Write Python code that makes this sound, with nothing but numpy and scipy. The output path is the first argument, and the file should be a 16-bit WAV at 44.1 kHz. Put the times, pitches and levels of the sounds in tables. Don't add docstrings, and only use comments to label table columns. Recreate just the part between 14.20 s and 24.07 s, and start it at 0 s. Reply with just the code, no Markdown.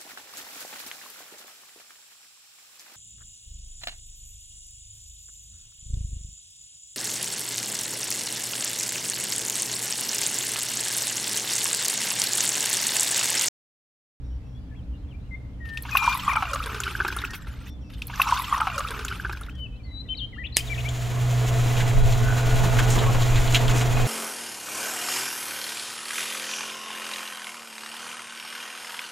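import sys
import numpy as np
from scipy import signal
from scipy.fft import rfft, irfft, next_fast_len
from scipy.io import wavfile
from scipy.ndimage import map_coordinates

SR = 44100
rng = np.random.default_rng(int(sys.argv[2]) if len(sys.argv) > 2 else 0)


def log_audio(samples):
    frames = np.atleast_2d(samples).T
    limited = np.clip(frames, -1, 1)
    pcm = np.round(limited * 32767).astype(np.int16)
    wavfile.write(sys.argv[1], SR, pcm)


N = 435266
TIME = np.arange(N) / SR


def amp(db):
    return 10 ** (np.asarray(db) / 20)


def unit(x):
    return x / np.sqrt(np.mean(x ** 2) + 1e-20)


def along(points, hz):
    f, v = np.transpose(points)
    return np.interp(np.log(hz + 1), np.log(f + 1), v)


def curves(rows, at=TIME):
    s, *cols = np.transpose(rows)
    return [np.interp(at, s, c) for c in cols]


def wobble(rate_hz):
    knots = rng.standard_normal(int(N * rate_hz / SR) + 4)
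    return map_coordinates(knots, [TIME * rate_hz])


def filtered(x, response):
    m = next_fast_len(x.shape[-1] + 8192)
    spectrum = rfft(x, m) * response(np.fft.rfftfreq(m, 1 / SR))
    return irfft(spectrum, m)[..., :x.shape[-1]]


def add(track, s, sound):
    part = track[..., round(s * SR):][..., :sound.shape[-1]]
    part += sound[..., :part.shape[-1]]


def rush(spectrum, alike):
    def mid_side(hz):
        turn = np.arccos(np.clip(along(alike, hz), -1, 1)) / 2
        return amp(along(spectrum, hz)) * [np.cos(turn), np.sin(turn)]

    mid, side = filtered(rng.standard_normal((2, N)), mid_side)
    return unit(np.array([mid + side, mid - side]))


def hiss(centre_hz, octaves, size):
    def resonance(hz):
        offset = np.log2((hz + 1) / centre_hz) / octaves
        return 1 / (1 + offset ** 2 / 2) ** 2

    return unit(filtered(rng.standard_normal(size), resonance))


def room(x, t60_s):
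    t = np.arange(SR // 2) / SR
    tail = rng.standard_normal((2, t.size)) * amp(-60 * t / t60_s) * (1 - np.exp(-t / 0.0034))
    return signal.fftconvolve(x[None], tail / np.linalg.norm(tail[0]), axes=1)[:, :N]


# delay/s, end/s, fade before end/s
POURS = [(0, 3.505, .02), (2.2465, 5.44, .77)]


def pours():
    once = pour()
    out = 0
    for delay_s, end_s, fade_s in POURS:
        out = out + np.roll(once, round(delay_s * SR), axis=1) * np.clip((end_s - TIME) / fade_s, 0, 1)
    return out


# t/s, bubbling level/dB, spray level/dB
STREAM = [(1.449, -78, -58.5), (1.6, -87, -53), (1.68, -43.5, -40.5), (1.86, -24, -31), (2.03, -39, -37.5),
          (2.1, -26.5, -36), (2.33, -36.5, -40.5), (2.85, -39.5, -39.5), (3.08, -39.5, -46),
          (3.22, -48, -52.5), (3.501, -59, -48.5)]
# t/s, bubble f/Hz, gulp f/Hz, gulp level re bubbling/dB
HOLLOW = [(1.65, 1184, 947, -17.5), (1.85, 1150, 850, -46.5), (2.1, 1235, 1108, -36.5),
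          (2.22, 1212, 783, -11), (2.33, 1315, 575, -2), (2.5, 1350, 426, -6), (2.85, 1493, 363, -5),
          (3.3, 1573, 401, -28)]
# t/s, f/Hz, level/dB
PLOPS = [(1.573, 2590, -23), (1.691, 1620, -27), (1.7508, 1104, -10.5), (1.7507, 745, -26.5),
         (1.762, 1208, -35), (1.77, 2660, -7), (1.824, 1290, -17.5), (1.8482, 1100, -18.5),
         (1.876, 1003, -7.5), (1.8834, 1010, -17), (1.933, 1080, -25), (1.949, 1040, -19),
         (2.078, 1157, -9.5), (2.097, 1072, -14.5), (2.129, 975, -22), (2.157, 1210, -22),
         (2.1685, 1295, -12), (2.2247, 1260, -18), (2.2515, 1170, -27), (2.333, 1323, -17),
         (2.347, 1170, -23), (2.3571, 1162, -22), (2.402, 1270, -21.5), (2.468, 1540, -23),
         (2.6023, 1430, -22), (2.6662, 1377, -20), (2.676, 1480, -21.5), (2.751, 1554, -18.5),
         (2.8013, 1486, -13), (2.806, 1580, -16), (2.8187, 1464, -21), (2.8641, 1464, -22),
         (2.884, 1560, -18), (2.9024, 1500, -24), (2.9684, 1370, -21), (3.038, 1400, -20.5)]
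# f/Hz, level/dB
SPRAY = [(290, -40), (500, -52), (839, 0), (1450, -3.5), (1670, -4), (1800, -11.5), (2930, -4.5),
         (5510, -13.5), (6090, -16), (6930, -25), (8360, -30), (13600, -30), (15500, -41.5)]
# f/Hz, correlation
WATER_ALIKE = [(300, 0.92), (6000, 1), (12000, 0.28)]
PLOP_CYCLES = 3.57
STREAM_FADE_S = 0.019
DRIBBLE_S, DRIBBLE_CLUMP_DB = 2.94, 3.5
GURGLE_DB, GURGLE_CLUMP = -8, .6
PATTER_DB = -7
GULP_SPREAD, GULP_CYCLES = .1, 4.2
SPRAY_RATE_HZ, SPRAY_CYCLES = 800, 3.2
FIZZ_SCATTER_DB = 8


def pour():
    bubbling_db, spray_db = curves(STREAM)
    bubble_hz, gulp_hz, gulp_db = curves(HOLLOW)
    inside_s = np.minimum(TIME - STREAM[0][0], STREAM[-1][0] - TIME)
    running = np.clip(inside_s / STREAM_FADE_S + 1, 0, 1)
    dribble = np.clip((TIME - DRIBBLE_S) / 0.11, 0, 1)
    clumps_db = (3.5 + DRIBBLE_CLUMP_DB * dribble) * wobble(80)

    s, hz, db = np.transpose(PLOPS)
    plops = bubbles(s, hz, amp(db), PLOP_CYCLES / hz, rise=0.0075)
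    bubbling = amp(bubbling_db - 4.0) * swarm(bubble_hz, 300, spread=0.153, cycles=2.6, scatter_db=7.5)
    gurgle_db = bubbling_db + GURGLE_DB + GURGLE_CLUMP * clumps_db
    bubbling += running * amp(gurgle_db) * gurgle(bubble_hz)
    beads = amp(spray_db + PATTER_DB) * patter()
    glugs = amp(bubbling_db + gulp_db - 9.5) * swarm(
        gulp_hz, 130, spread=GULP_SPREAD, cycles=GULP_CYCLES, scatter_db=9)

    droplets = amp(spray_db - 6.5 + clumps_db) * swarm(
        np.full(N, 2900), SPRAY_RATE_HZ, spread=.22, cycles=SPRAY_CYCLES, scatter_db=5.5)
    fizz = amp(spray_db - 18.0 + clumps_db) * swarm(
        np.full(N, 6200), SPRAY_RATE_HZ, spread=0.206, cycles=SPRAY_CYCLES, scatter_db=FIZZ_SCATTER_DB)
    mist = amp(spray_db - 18.0 + 1.41 * clumps_db) * swarm(
        np.full(N, 11800), 620, spread=0.27, cycles=7, scatter_db=6.5)
    spray = running * amp(spray_db - 18.0 + clumps_db) * rush(SPRAY, WATER_ALIKE)

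    water = plops + pings() + bubbling + beads + gulps() + glugs + droplets + fizz + mist
    water = water + slaps() + slap_bubbles()
    echo = amp(-16.5) * room(water, t60_s=0.17) + amp(1.5) * room(fizz + mist, t60_s=0.064)
    return water + spray + echo


def bubbles(s, hz, gain, swell_s, rise):
    t = np.arange(min(int(6 * np.abs(swell_s).max() * SR), 4096))[None] / SR
    u = t / np.abs(swell_s[:, None])
    envelope = gain[:, None] * u ** 2 * np.exp(2 - 2 * u)
    ring = envelope * np.sin(2 * np.pi * hz[:, None] * t * (1 + rise * (u / 2 - 1)))
    where = (s[:, None] * SR).astype(int) + np.arange(t.size)
    return np.bincount(where.ravel(), ring.ravel(), N)[:N]


def swarm(pitch_hz, rate_hz, spread, cycles, scatter_db):
    start, end = STREAM[0][0], STREAM[-1][0]
    count = int(rate_hz * (end - start))
    jitter, detune, size, life = rng.standard_normal((count, 4)).T
    s = np.linspace(start, end, count) + jitter / rate_hz / 2
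    hz = np.clip(np.interp(s, TIME, pitch_hz) * np.exp(spread * detune), 100, SR / 2)
    gain = amp(scatter_db * np.clip(size, -2, 1.3))
    x = bubbles(s, hz, gain, cycles / hz * np.exp(0.83 * life), rise=0.013)
    return unit(x) * np.sqrt((end - start) * SR / N)


GURGLE_OCTAVES = 0.24


def gurgle(pitch_hz):
    centre_hz = pitch_hz.max()
    noise = hiss(centre_hz, GURGLE_OCTAVES, size=N)
    return unit(map_coordinates(noise, [np.cumsum(pitch_hz / centre_hz)], order=1))


PATTER_RATE_HZ, PATTER_SCATTER_DB, PATTER_T60_S = 150, 3, 0.045


def patter():
    out, t = np.zeros(N), np.arange(2048) / SR
    start, end = STREAM[0][0], STREAM[-1][0]
    beads = rng.standard_normal((int(PATTER_RATE_HZ * (end - start)), t.size + 2))
    envelope = amp(-60 * t / PATTER_T60_S) * (1 - np.exp(-t / 0.0019)) ** 2
    rings = filtered(beads[:, 2:], lambda hz: amp(along(SPRAY, hz))) * envelope
    times = np.linspace(start, end, len(beads))
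    for s, (jitter, size), ring in zip(times, beads[:, :2], rings):
        add(out, s + jitter / PATTER_RATE_HZ / 2, amp(PATTER_SCATTER_DB * min(size, 1.5)) * ring)
    return unit(out) * np.sqrt((end - start) * SR / N)


# t/s, pool splash level/dB, wall slap level/dB, slap f/Hz
SLAPS = [(1.453, -51, -34, 2310), (1.489, -64, -32.5, 3140), (1.5716, -35, -23, 3670),
         (1.651, -21.5, -46, 3030), (1.693, -33, -29, 3000), (1.7506, -9, -26.5, 3170),
         (1.7714, -30, -12, 3100), (1.859, -23, -22, 3070), (1.927, -34, -17.5, 3430),
         (1.996, -29, -24, 3270), (2.1554, -8.5, -25, 3010), (2.2235, -10, -25, 3320),
         (2.333, -28, -17.5, 5380), (2.255, -24, -39, 2590), (2.357, -18, -26.5, 3010),
         (2.438, -26, -27, 3720), (2.4585, -20, -24.5, 3040), (2.497, -23, -40, 2503),
         (2.516, -21, -32, 2540), (2.529, -24, -36, 2800), (2.5447, -19, -25, 5100),
         (2.562, -22, -30, 2945), (2.677, -21, -22.5, 2410), (2.79, -24.5, -50, 2500),
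         (2.602, -22.5, -19.5, 6640), (2.6344, -50, -15.5, 2870), (2.8016, -14.5, -32, 3100),
         (2.8483, -11.5, -23.5, 3120), (2.8784, -19, -18.5, 3980), (2.924, -20.5, -23.5, 3220),
         (2.963, -21, -26, 8900), (2.988, -25, -36, 3680), (3.016, -30, -21, 2300), (3.105, -32, -28, 5450),
         (3.1329, -24.5, -23, 3170), (3.142, -27, -23.5, 3040), (3.269, -29.5, -39, 3880)]
# t/s, level/dB
SPITS = [(1.623, -28.5), (1.7707, -19.5), (1.973, -26.5), (2.8784, -33), (3.1777, -44)]
# f/Hz, level/dB
SPLASH = [(250, -32), (400, -31), (800, -0.5), (1000, 2.5), (1500, 6), (1850, -9.5), (2500, -1),
          (3500, -19.5), (6000, -33), (12000, -68)]
SIZZLE_DB = -24


def slaps():
    out, t = np.zeros(N), np.arange(4096) / SR
    attack = 1 - np.exp(-t / 0.0014)

    def sizzle(db):
        return amp(db - 60 * t / 0.031) * hiss(12200, octaves=0.23, size=t.size)

    for s, body_db, db, hz in SLAPS:
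        gulp_hz = curves(HOLLOW, s)[1]
        splash = unit(filtered(rng.standard_normal(t.size), lambda f: amp(along(SPLASH, f))))
        thump = np.sin(2 * np.pi * gulp_hz * t)
        body = splash * amp(body_db - 8.0 - 60 * t / 0.05) + thump * amp(body_db - 13.0 - 60 * t / 0.051)
        burst = amp(db - 13.5 - 60 * t / 0.058) * hiss(hz, octaves=0.96, size=t.size)
        add(out, s, (burst + sizzle(db + SIZZLE_DB) + body) * attack)
    for s, db in SPITS:
        add(out, s, sizzle(db) * attack)
    return out


SLAP_BUBBLE_DB, SLAP_BUBBLE_S = -14, 0.0037


def slap_bubbles(count=6):
    s, _, db, hz = np.repeat(SLAPS, count, axis=0).T
    delay, detune, size = rng.standard_normal((s.size, 3)).T
    hz = np.clip(hz * np.exp(0.217 * detune), 500, SR / 3)
    gain = amp(db + SLAP_BUBBLE_DB + 2 * size)
    return bubbles(s + SLAP_BUBBLE_S * delay ** 2, hz, gain, 3.9 / hz, rise=.006)


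# t/s, level/dB
GULPS = [(2.168, -20), (2.2235, -28.5), (2.25, -33), (2.292, -40), (2.318, -34.5), (2.337, -28),
         (2.354, -31), (2.412, -42), (2.459, -36), (2.566, -36), (2.703, -42), (2.885, -36), (3.036, -35.5)]
GULP_T60_S = .09


def gulps():
    out, t = np.zeros(N), np.arange(SR // 8) / SR
    for s, db in GULPS:
        phase = 2 * np.pi * np.cumsum(curves(HOLLOW, s + t)[1]) / SR
        add(out, s, amp(db - 60 * t / GULP_T60_S) * np.tanh(t / 0.0027) * np.sin(phase))
    return out


# t/s, f/Hz, level/dB
DROPLETS = [(1.634, 4300, -36), (1.7114, 5943, -30), (1.828, 5555, -29), (1.8415, 5555, -23.5),
            (1.8615, 8613, -29.5), (1.8945, 4823, -30.5), (1.9237, 3570, -23), (1.9447, 10034, -26),
            (1.9953, 3120, -25), (2.021, 2670, -31), (2.1334, 5857, -28), (2.163, 8656, -28),
            (2.253, 2740, -26.5), (2.313, 6890, -32), (2.346, 6890, -26), (2.347, 10034, -28.5),
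            (2.438, 3660, -27.5), (2.461, 9100, -25.5), (2.4988, 2497, -28.5), (2.602, 7040, -19),
            (2.6698, 2975, -24), (2.9648, 9733, -22.5), (2.987, 3710, -22.5)]
DROPLET_CYCLES = 6


def pings():
    t = np.arange(2048) / SR
    s, hz, db = np.transpose(DROPLETS)
    out = bubbles(s, hz, amp(db - 2), DROPLET_CYCLES / hz, rise=0.006)
    for s, hz, db in DROPLETS:
        envelope = amp(db - 11.5 - 60 * t / 0.03) * np.tanh(t / 0.0011)
        add(out, s, envelope * hiss(hz, octaves=0.7, size=t.size))
    return out


# t/s, level/dB
SWITCH = [(6.3687, -4)]
# f/Hz, level/dB, t60/s
BOX = [(1720, -24, 0.025), (3040, -19, 0.019), (4970, -17, 0.045), (5330, -23, 0.028), (6700, -16, 0.027),
       (7340, -27, 0.017), (8500, -11, 0.017), (12000, -25, 0.022)]
# f/Hz, level/dB
SNAP = [(88, -31), (150, -4), (1290, -17), (2450, 0), (4160, -8), (4860, -1), (5790, -9), (8560, -5),
        (14500, -15), (16000, -23)]


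def switch():
    out, t = np.zeros((2, N)), np.arange(SR // 5) / SR

    def crack():
        side = amp(-41) * rng.standard_normal(t.size) * np.array([[1], [-1]])
        noise = rng.standard_normal(t.size) + side
        return unit(filtered(noise, lambda hz: amp(along(SNAP, hz))))

    for s, db in SWITCH:
        ring = sum(amp(level - 60 * t / t60_s) * np.sin(2 * np.pi * hz * t) for hz, level, t60_s in BOX)
        snap = crack() * (amp(db + 7 - 60 * t / 0.0031) + amp(db - 19.5 - 60 * t / 0.14))
        add(out, s - .005, amp(db - 27.0 - 60 * t / 0.036) * crack())
        add(out, s, amp(db + 2.0) * ring + snap)
    return out


def run_up(rise_db, rise_s):
    return -rise_db * np.clip(1 - (TIME - SWITCH[0][0]) / rise_s, 0, 1)


# f/Hz, level re the whine/dB, pitch wander/share
WHINE = [(175.7, -21, 0.0186), (242.7, -12.5, 0.0041), (277.5, -20, 0.0044), (322.4, -25, 0.0036),
         (433.8, -6, 0.012), (520, -18, 0.00635), (670.4, -4.5, 0.00699), (695, -11, 0.0094),
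         (730, -15, 0.00363), (1067, -16.5, 0.0028), (1450, -16, 0.00203), (2020, -16.5, 0.00238),
         (2466, -20, 0.001985), (3285, -20, 0.00333), (3970, -19.5, 0.0076)]
# f/Hz, level/dB
RUMBLE = [(8.8, -24), (15, 6.5), (27, -1.5), (37, -1.5), (80, -19.5), (86, -24), (105, 0), (140, -24),
          (230, -120)]
# f/Hz, correlation
MIX_ALIKE = [(60, 0.59), (130, 0.11), (290, 0.44), (640, 0.71), (1410, 0.58), (3100, 0.91), (6820, 1),
             (15000, 0.92)]
# t/s, rumble change/dB
JOLTS = [(7.78, 9.5), (8.2, -4), (9.16, 3)]
JOLT_S, JOLT_FADE_S = .03, .11
SHAFT_HZ, SPEED_WANDER = 121.4, 0.001946
HUM_DB, HUM_RISE_DB, HUM_RISE_S = -22, 16.5, 0.72
RUMBLE_DB, RUMBLE_RISE_DB, RUMBLE_RISE_S = -23, 17, 1.5
GEARS_DB, GEARS_RISE_DB, GEARS_RISE_S = -34.5, 15.5, 0.99
WHINE_WAVER_DB = 2


def motor():
    gears_db = GEARS_DB + run_up(GEARS_RISE_DB, GEARS_RISE_S)
    hum_db = HUM_DB + run_up(HUM_RISE_DB, HUM_RISE_S) + 0.7 * wobble(10)
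    jolts_db = sum(db * np.exp(-np.maximum((s - TIME) / JOLT_S, (TIME - s) / JOLT_FADE_S))
                   for s, db in JOLTS)
    rumble_db = RUMBLE_DB + run_up(RUMBLE_RISE_DB, RUMBLE_RISE_S) + jolts_db + 2.4 * wobble(7.9)
    speed = 1 + SPEED_WANDER * wobble(6)

    def tone(hz, wander):
        phase = 2 * np.pi * np.cumsum(hz * (speed + wander * wobble(28))) / SR
        return np.sqrt(2) * np.sin(phase)

    hum = amp(hum_db) * tone(SHAFT_HZ, wander=0.0042) * amp([[-.5], [.5]])
    chatter = 1 + .3 * wobble(90)
    whine = sum(amp(db - 1.5 + WHINE_WAVER_DB * wobble(16)) * tone(hz, wander)
                for hz, db, wander in WHINE)
    gears = whine * amp(gears_db) * chatter
    rumble = amp(rumble_db) * rush(RUMBLE, MIX_ALIKE) * amp([[-1.5], [1]])
    return hum + gears + amp(-8.0) * room(gears, t60_s=0.15) + rumble


THUD_DB, THUD_HZ, THUD_T60_S = -29, 36, 0.37


def thuds():
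    out, t = np.zeros(N), np.arange(SR // 2) / SR
    for s, db in JOLTS:
        envelope = amp(db + THUD_DB - 60 * t / THUD_T60_S) * np.tanh(t / JOLT_S)
        add(out, s - JOLT_S, envelope * hiss(THUD_HZ, octaves=0.37, size=t.size))
    return out


# t/s, slosh level/dB
CHURN = [(6.46, -46.5), (7.03, -36.5), (7.63, -32), (7.82, -34), (8.86, -26.5), (8.97, -29.5),
         (9.87, -29.5)]
# f/Hz, level/dB
MIX = [(88, -39), (150, -8), (179, -13.5), (249, -12), (367, -14), (428, -18), (481, -13.5), (596, -16.5),
       (670, -15), (798, -15.5), (3300, -29.5), (5050, -37.5), (7170, -33), (8060, -41), (15600, -45)]
# t/s, half length/s, level/dB, f/Hz
SCRAPES = [(7.611, .018, -43, 1680), (7.71, 0.018, -38, 1850), (8.185, 0.027, -33.5, 1320),
           (8.44, 0.04, -36, 1000), (8.84, 0.02, -35, 1400), (9.5, 0.025, -34, 1150),
           (8.597, 0.023, -30.5, 1430), (8.597, 0.015, -39, 6240), (8.73, 0.06, -36, 6800),
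           (9.18, 0.025, -37, 2000), (9.345, 0.019, -36, 6950), (9.36, .03, -28.5, 2600),
           (9.59, 0.086, -38, 6600)]
# t/s, half length/s, level/dB, f/Hz
THIN_TONES = [(8.11, 0.11, -37, 1505), (8.22, 0.14, -47, 1560), (8.3, 0.58, -45, 1456),
              (8.62, 0.19, -42, 1462), (8.462, .07, -31.5, 177), (8.878, 0.035, -32.5, 1094),
              (9.14, 0.074, -44, 2450), (9.56, 0.1, -42.5, 2520), (9.8, 0.14, -42, 2483)]
SCRAPE_OCTAVES, THIN_TONE_OCTAVES = 0.49, 0.0087
SCRAPE_GRIT_DB = -1
GRIT_DB, GRIT_FOLLOWS = -38, 0.49
GRIND_DB, GRIND_RATE_HZ = 2.2, 220
SHAKE_HZ, SHAKE_DEPTH = 234, 0.094


def churn():
    slosh_db, = curves(CHURN)
    mean_db = slosh_db[TIME > SWITCH[0][0]].mean()
    grit_db = GRIT_DB + GRIT_FOLLOWS * (slosh_db - mean_db)
    mix = rush(MIX, MIX_ALIKE)
    low = filtered(mix, lambda hz: 1 / (1 + (hz / 2100) ** 4))

    def can(hz):
        return 1 + 0.31 / (1 + ((hz - 7100) / 500) ** 2)

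    scrapes, drag = strokes(SCRAPES, SCRAPE_OCTAVES)
    thin_tones, _ = strokes(THIN_TONES, THIN_TONE_OCTAVES)
    slosh = amp(slosh_db - 2.5 + 0.95 * wobble(40) + GRIND_DB * wobble(GRIND_RATE_HZ)) * unit(low)
    sand = np.hypot(amp(grit_db + 0.038 * wobble(9.8)), amp(SCRAPE_GRIT_DB) * drag)
    grit = sand * amp(0.53 * wobble(400) + 1.9 * wobble(45)) * unit(filtered(mix - low, can))
    shake_phase = 2 * np.pi * np.cumsum(SHAKE_HZ * (1 + 0.0364 * wobble(60))) / SR
    shake = 1 + SHAKE_DEPTH * np.sin(shake_phase)
    return (slosh + grit) * unit(shake) + (scrapes + thin_tones) * amp(4.3 * wobble(500))


def strokes(rows, octaves):
    sound, envelope = np.zeros(N), np.zeros(N)
    for s, half_s, db, hz in rows:
        stroke = amp(db) * np.hanning(int(2 * half_s * SR))
        add(sound, s - half_s, stroke * hiss(hz, octaves, size=stroke.size))
        add(envelope, s - half_s, stroke)
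    return sound, envelope


# t/s, level/dB, f/Hz
KNOCKS = [(6.689, -26, 6500), (7.567, -19, 2400), (7.604, -15.5, 1700), (7.924, -21.5, 4360),
          (7.9927, -27, 2900), (8.588, -14.5, 2200), (8.704, -17.5, 7300), (8.7884, -16.5, 3360),
          (8.947, -32, 2400), (9.0212, -19.5, 4540), (9.158, -17.5, 4200), (9.275, -18.5, 3300),
          (9.3243, -21, 6900), (9.3464, -4.5, 3060), (9.4811, -16, 2870), (9.61, -16.5, 2460)]
# f/Hz, half width/Hz, level/dB
CAN = [(1520, 190, 4), (2190, 200, -1.5), (2910, 180, 0), (3230, 150, -0.5), (3940, 350, 1),
       (5500, 200, -26), (6960, 400, 2.5)]
KNOCK_T60_S, KNOCK_RING_DB, KNOCK_CRACK_DB, KNOCK_OCTAVES = 0.12, -11.5, -10.5, 0.95


def ticks():
    out, t = np.zeros(N), np.arange(SR // 6) / SR

    def wall(f):
        return sum(amp(db) / (1 + ((f - hz) / width_hz) ** 2) for hz, width_hz, db in CAN)

    for s, db, centre_hz in KNOCKS:
        ring = unit(filtered(hiss(centre_hz, KNOCK_OCTAVES, size=t.size), wall))
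        ring = ring * amp(KNOCK_RING_DB - 60 * t / KNOCK_T60_S)
        crack = hiss(centre_hz, KNOCK_OCTAVES, size=t.size) * amp(KNOCK_CRACK_DB - 60 * t / 0.016)
        add(out, s, amp(db) * (ring + crack))
    return out


# t/s, length/s, lowest f/Hz, level/dB, opening fall/Hz, closing bend/Hz, swell/dB
WHISTLES = [(1.107, 0.056, 2030, -36, 92, 166, 6), (1.4, 0.2, 1796, -35.5, 124, 31, 8),
            (1.714, 0.23, 2396, -26, 136, 5, 1.5), (5.351, 0.11, 3037, -35.5, 54, -120, 23),
            (5.673, 0.15, 3940, -37, 49, 168.5, 24.5), (5.886, .058, 3076, -28, 2, 1, 2),
            (5.998, 0.064, 3143, -31, 32, -1, 0.5), (6.006, 0.051, 2960, -36, 0.5, 0, 2)]
# t/s, length/s, first f/Hz, middle f/Hz, last f/Hz, level/dB
SLURS = [(0.1, 0.05, 2880, 3000, 2800, -72), (0.215, 0.06, 2570, 2640, 2600, -69),
         (.345, 0.049, 3370, 3370, 3500, -59), (0.506, 0.041, 1750, 1730, 1720, -54),
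         (.54, .03, 1850, 2300, 3100, -59), (0.56, 0.051, 3280, 3270, 2650, -59),
         (.622, .022, 3200, 3900, 4350, -64), (0.73, .042, 2850, 2830, 2800, -60),
         (.748, 0.033, 4300, 3600, 3400, -67), (0.82, 0.036, 3050, 3170, 2950, -69),
         (0.875, 0.031, 3300, 3400, 3100, -64), (0.903, 0.037, 3350, 2850, 2070, -56.5),
         (0.939, 0.025, 2240, 2390, 2330, -50), (1.032, 0.059, 2200, 2920, 2300, -67),
         (2.082, 0.024, 2570, 2410, 2250, -22.5), (2.104, 0.025, 2517, 2280, 1830, -22),
         (2.134, 0.012, 2460, 2450, 2550, -18), (2.152, 0.028, 2490, 2370, 2200, -22.5),
         (3.475, 0.088, 3530, 3530, 3466, -58), (3.612, 0.029, 3430, 3200, 2800, -62),
         (3.63, 0.074, 2690, 2640, 2600, -63), (3.72, 0.052, 3710, 3580, 3520, -53),
         (5.306, 0.017, 3050, 3080, 3120, -44), (5.333, 0.044, 3230, 3300, 3350, -55),
         (5.448, 0.027, 2870, 2660, 2600, -39), (5.554, 0.021, 3750, 4050, 4200, -58),
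         (5.52, 0.054, 2550, 2580, 2710, -54), (5.591, 0.032, 2500, 2380, 2300, -54.5),
         (5.632, 0.044, 4340, 4420, 4020, -53), (5.646, 0.062, 2050, 2050, 2000, -54.5),
         (5.707, 0.019, 2060, 2060, 2010, -46), (5.85, 0.024, 2020, 1975, 1940, -53.5),
         (5.87, 0.055, 3600, 3590, 3560, -54), (5.883, 0.016, 2610, 2780, 3000, -39),
         (5.936, 0.015, 3010, 2490, 1900, -38), (5.957, 0.05, 3490, 2920, 2800, -50),
         (5.963, 0.015, 3770, 4300, 4750, -37), (5.949, 0.013, 4060, 3900, 3720, -29),
         (5.97, 0.046, 4790, 3740, 3150, -35.5), (6.123, 0.033, 2330, 1980, 2000, -43.5),
         (6.144, 0.03, 3000, 2800, 2850, -49), (6.16, 0.021, 1120, 1320, 1650, -46),
         (6.175, 0.062, 1600, 1996, 1760, -36.5), (6.257, 0.015, 3220, 2540, 2150, -40),
         (6.265, 0.014, 4300, 3480, 3400, -32), (6.322, 0.018, 4200, 4020, 4000, -35.5),
         (6.372, 0.014, 3530, 3030, 2700, -19), (6.403, 0.012, 2750, 3100, 3050, -23),
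         (6.596, 0.015, 3100, 2950, 2650, -32), (6.467, 0.033, 3930, 3620, 2950, -39.5),
         (6.496, 0.044, 2320, 2345, 2200, -28.5), (6.541, 0.016, 4200, 3360, 2700, -32),
         (6.602, 0.013, 2920, 3430, 4400, -31), (6.528, 0.019, 2320, 2010, 1830, -32),
         (6.555, 0.014, 2000, 1860, 1800, -32), (6.645, 0.042, 2060, 2310, 2400, -31.5)]
# t/s, length/s, first f/Hz, middle f/Hz, last f/Hz, level/dB
TRILLS = [(6.235, 0.032, 2300, 2720, 3200, -30), (6.34, 0.04, 4500, 4180, 3800, -34.5),
          (6.382, 0.025, 2650, 2465, 2550, -28), (6.575, 0.026, 2730, 2520, 2480, -29),
          (6.68, 0.019, 2830, 3240, 3540, -28.5)]
SAG_LOW, SWELL_END = 0.68, .6
TRILL_DEPTH_HZ, TRILL_HZ = 205, 288
TWITTER_DB, TWITTER_HZ, TWITTER_OCTAVES, TWITTER_END_S = -66.5, 2145, 0.99, 8.7
WALLS_S, WALLS_DB = (.004, .035), -21


def birds():
    song, far = np.zeros(N), np.zeros(N)
    for s, length_s, hz, db, fall_hz, hook_hz, swell_db in WHISTLES:
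        pitches_hz = hz + fall_hz * (1 - np.array([0, .5, 1]) / SAG_LOW) ** 2
        note = whistle(length_s, pitches_hz, hook_hz=hook_hz)
        swell = np.minimum(np.linspace(0, 1, note.size) / SWELL_END - 1, 0)
        add(song, s, note * amp(db + swell_db * swell))
    for s, length_s, *pitches_hz, db in SLURS:
        add(song, s, amp(db) * whistle(length_s, pitches_hz))
    for s, length_s, *pitches_hz, db in TRILLS:
        add(song, s, amp(db) * whistle(length_s, pitches_hz, TRILL_DEPTH_HZ))

    notes = rng.random(size=(170, 5))
    for k, (when, length, pitch, bend, glide) in enumerate(notes):
        octaves = TWITTER_OCTAVES * pitch + np.array([0, bend - .5, glide - .5]) * 0.85
        note = whistle(0.029 + 0.04 * length, TWITTER_HZ * 2 ** octaves)
        add(far, (k + when) / len(notes) * TWITTER_END_S, amp(TWITTER_DB) * note)

    song *= amp(1.1 * wobble(110))
    delays_s = rng.uniform(*WALLS_S, (4, 2, 1))
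    walls = filtered(song, lambda hz: sum(np.exp(-2j * np.pi * hz * s) for s in delays_s))
    near = song * amp([[3], [-8]]) + amp(WALLS_DB) * walls
    tails = amp(-15.0) * room(song, t60_s=0.87) + amp(-16) * room(song, t60_s=0.16)
    return near + tails + room(far, t60_s=.4)


NOTE_EDGE_S, HOOK_S = .008, 0.017


def whistle(length_s, pitches_hz, warble_hz=0, hook_hz=0):
    u = np.linspace(0, 1, int(length_s * SR))
    glide_hz = np.polyval(np.polyfit([0, .5, 1], pitches_hz, 2), u)
    hz = glide_hz + warble_hz * np.sin(2 * np.pi * TRILL_HZ * length_s * u)
    phase = 2 * np.pi * np.cumsum(hz + hook_hz * np.exp((u - 1) * length_s / HOOK_S)) / SR
    edges = np.tanh(u * length_s / NOTE_EDGE_S) * np.tanh((1 - u) * length_s / NOTE_EDGE_S)
    return edges * (np.sin(phase) + amp(-43.0) * np.sin(2 * phase))


# t/s, length/s, level/dB
BUZZES = [(0.017, 0.18, -62), (0.228, 0.17, -65), (3.441, 0.1085, -53), (3.59, 0.13, -60)]


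def insect():
    out = np.zeros(N)
    for s, length_s, db in BUZZES:
        size = int(length_s * SR)
        buzz = signal.windows.tukey(size) * hiss(5580, octaves=0.071, size=size)
        add(out, s, amp(db - 10.5) * buzz)
    return out


# f/Hz, level/dB
DRONE = [(12, -63), (20, -20), (41, -6.5), (64, 0), (87, -10.5), (124, -12), (147, -19.5), (189, -19.5),
         (302, -20), (328, -34.5), (457, -31.5), (818, -40.5), (3010, -51.5), (3360, -52), (15000, -71)]
# f/Hz, correlation
DRONE_ALIKE = [(60, 0.95), (180, 0.83), (550, 0.82), (1650, 0.11), (4970, 0.02), (15000, 0.1)]


def drone():
    phase = 2 * np.pi * np.cumsum(59.3 + 2.253 * wobble(11)) / SR
    hum = amp(-40.5 + 1.5 * wobble(9.1)) * np.sin(phase)
    hum += amp(-44.5 + 2.3 * wobble(22)) * np.sin(2 * phase)
    hum += amp(-54.0 + 4.2 * wobble(5)) * np.sin(3 * phase)
    return hum + amp(-37) * rush(DRONE, DRONE_ALIKE)


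def scene():
    power = np.clip((TIME - SWITCH[0][0]) / 0.065, 0, 1)
    mixer = power * (motor() + churn() + ticks() + thuds())
    return pours() + mixer + switch() + birds() + insect() + drone()


CLIP_TOP, TOP_HZ = .72, 15750


def record(dry):
    rounded = dry / (1 + (dry / CLIP_TOP) ** 6) ** (1 / 6)
    return filtered(rounded, lambda hz: 1 / (1 + (hz / TOP_HZ) ** 160))


dry = scene()
out = record(dry)
log_audio(out)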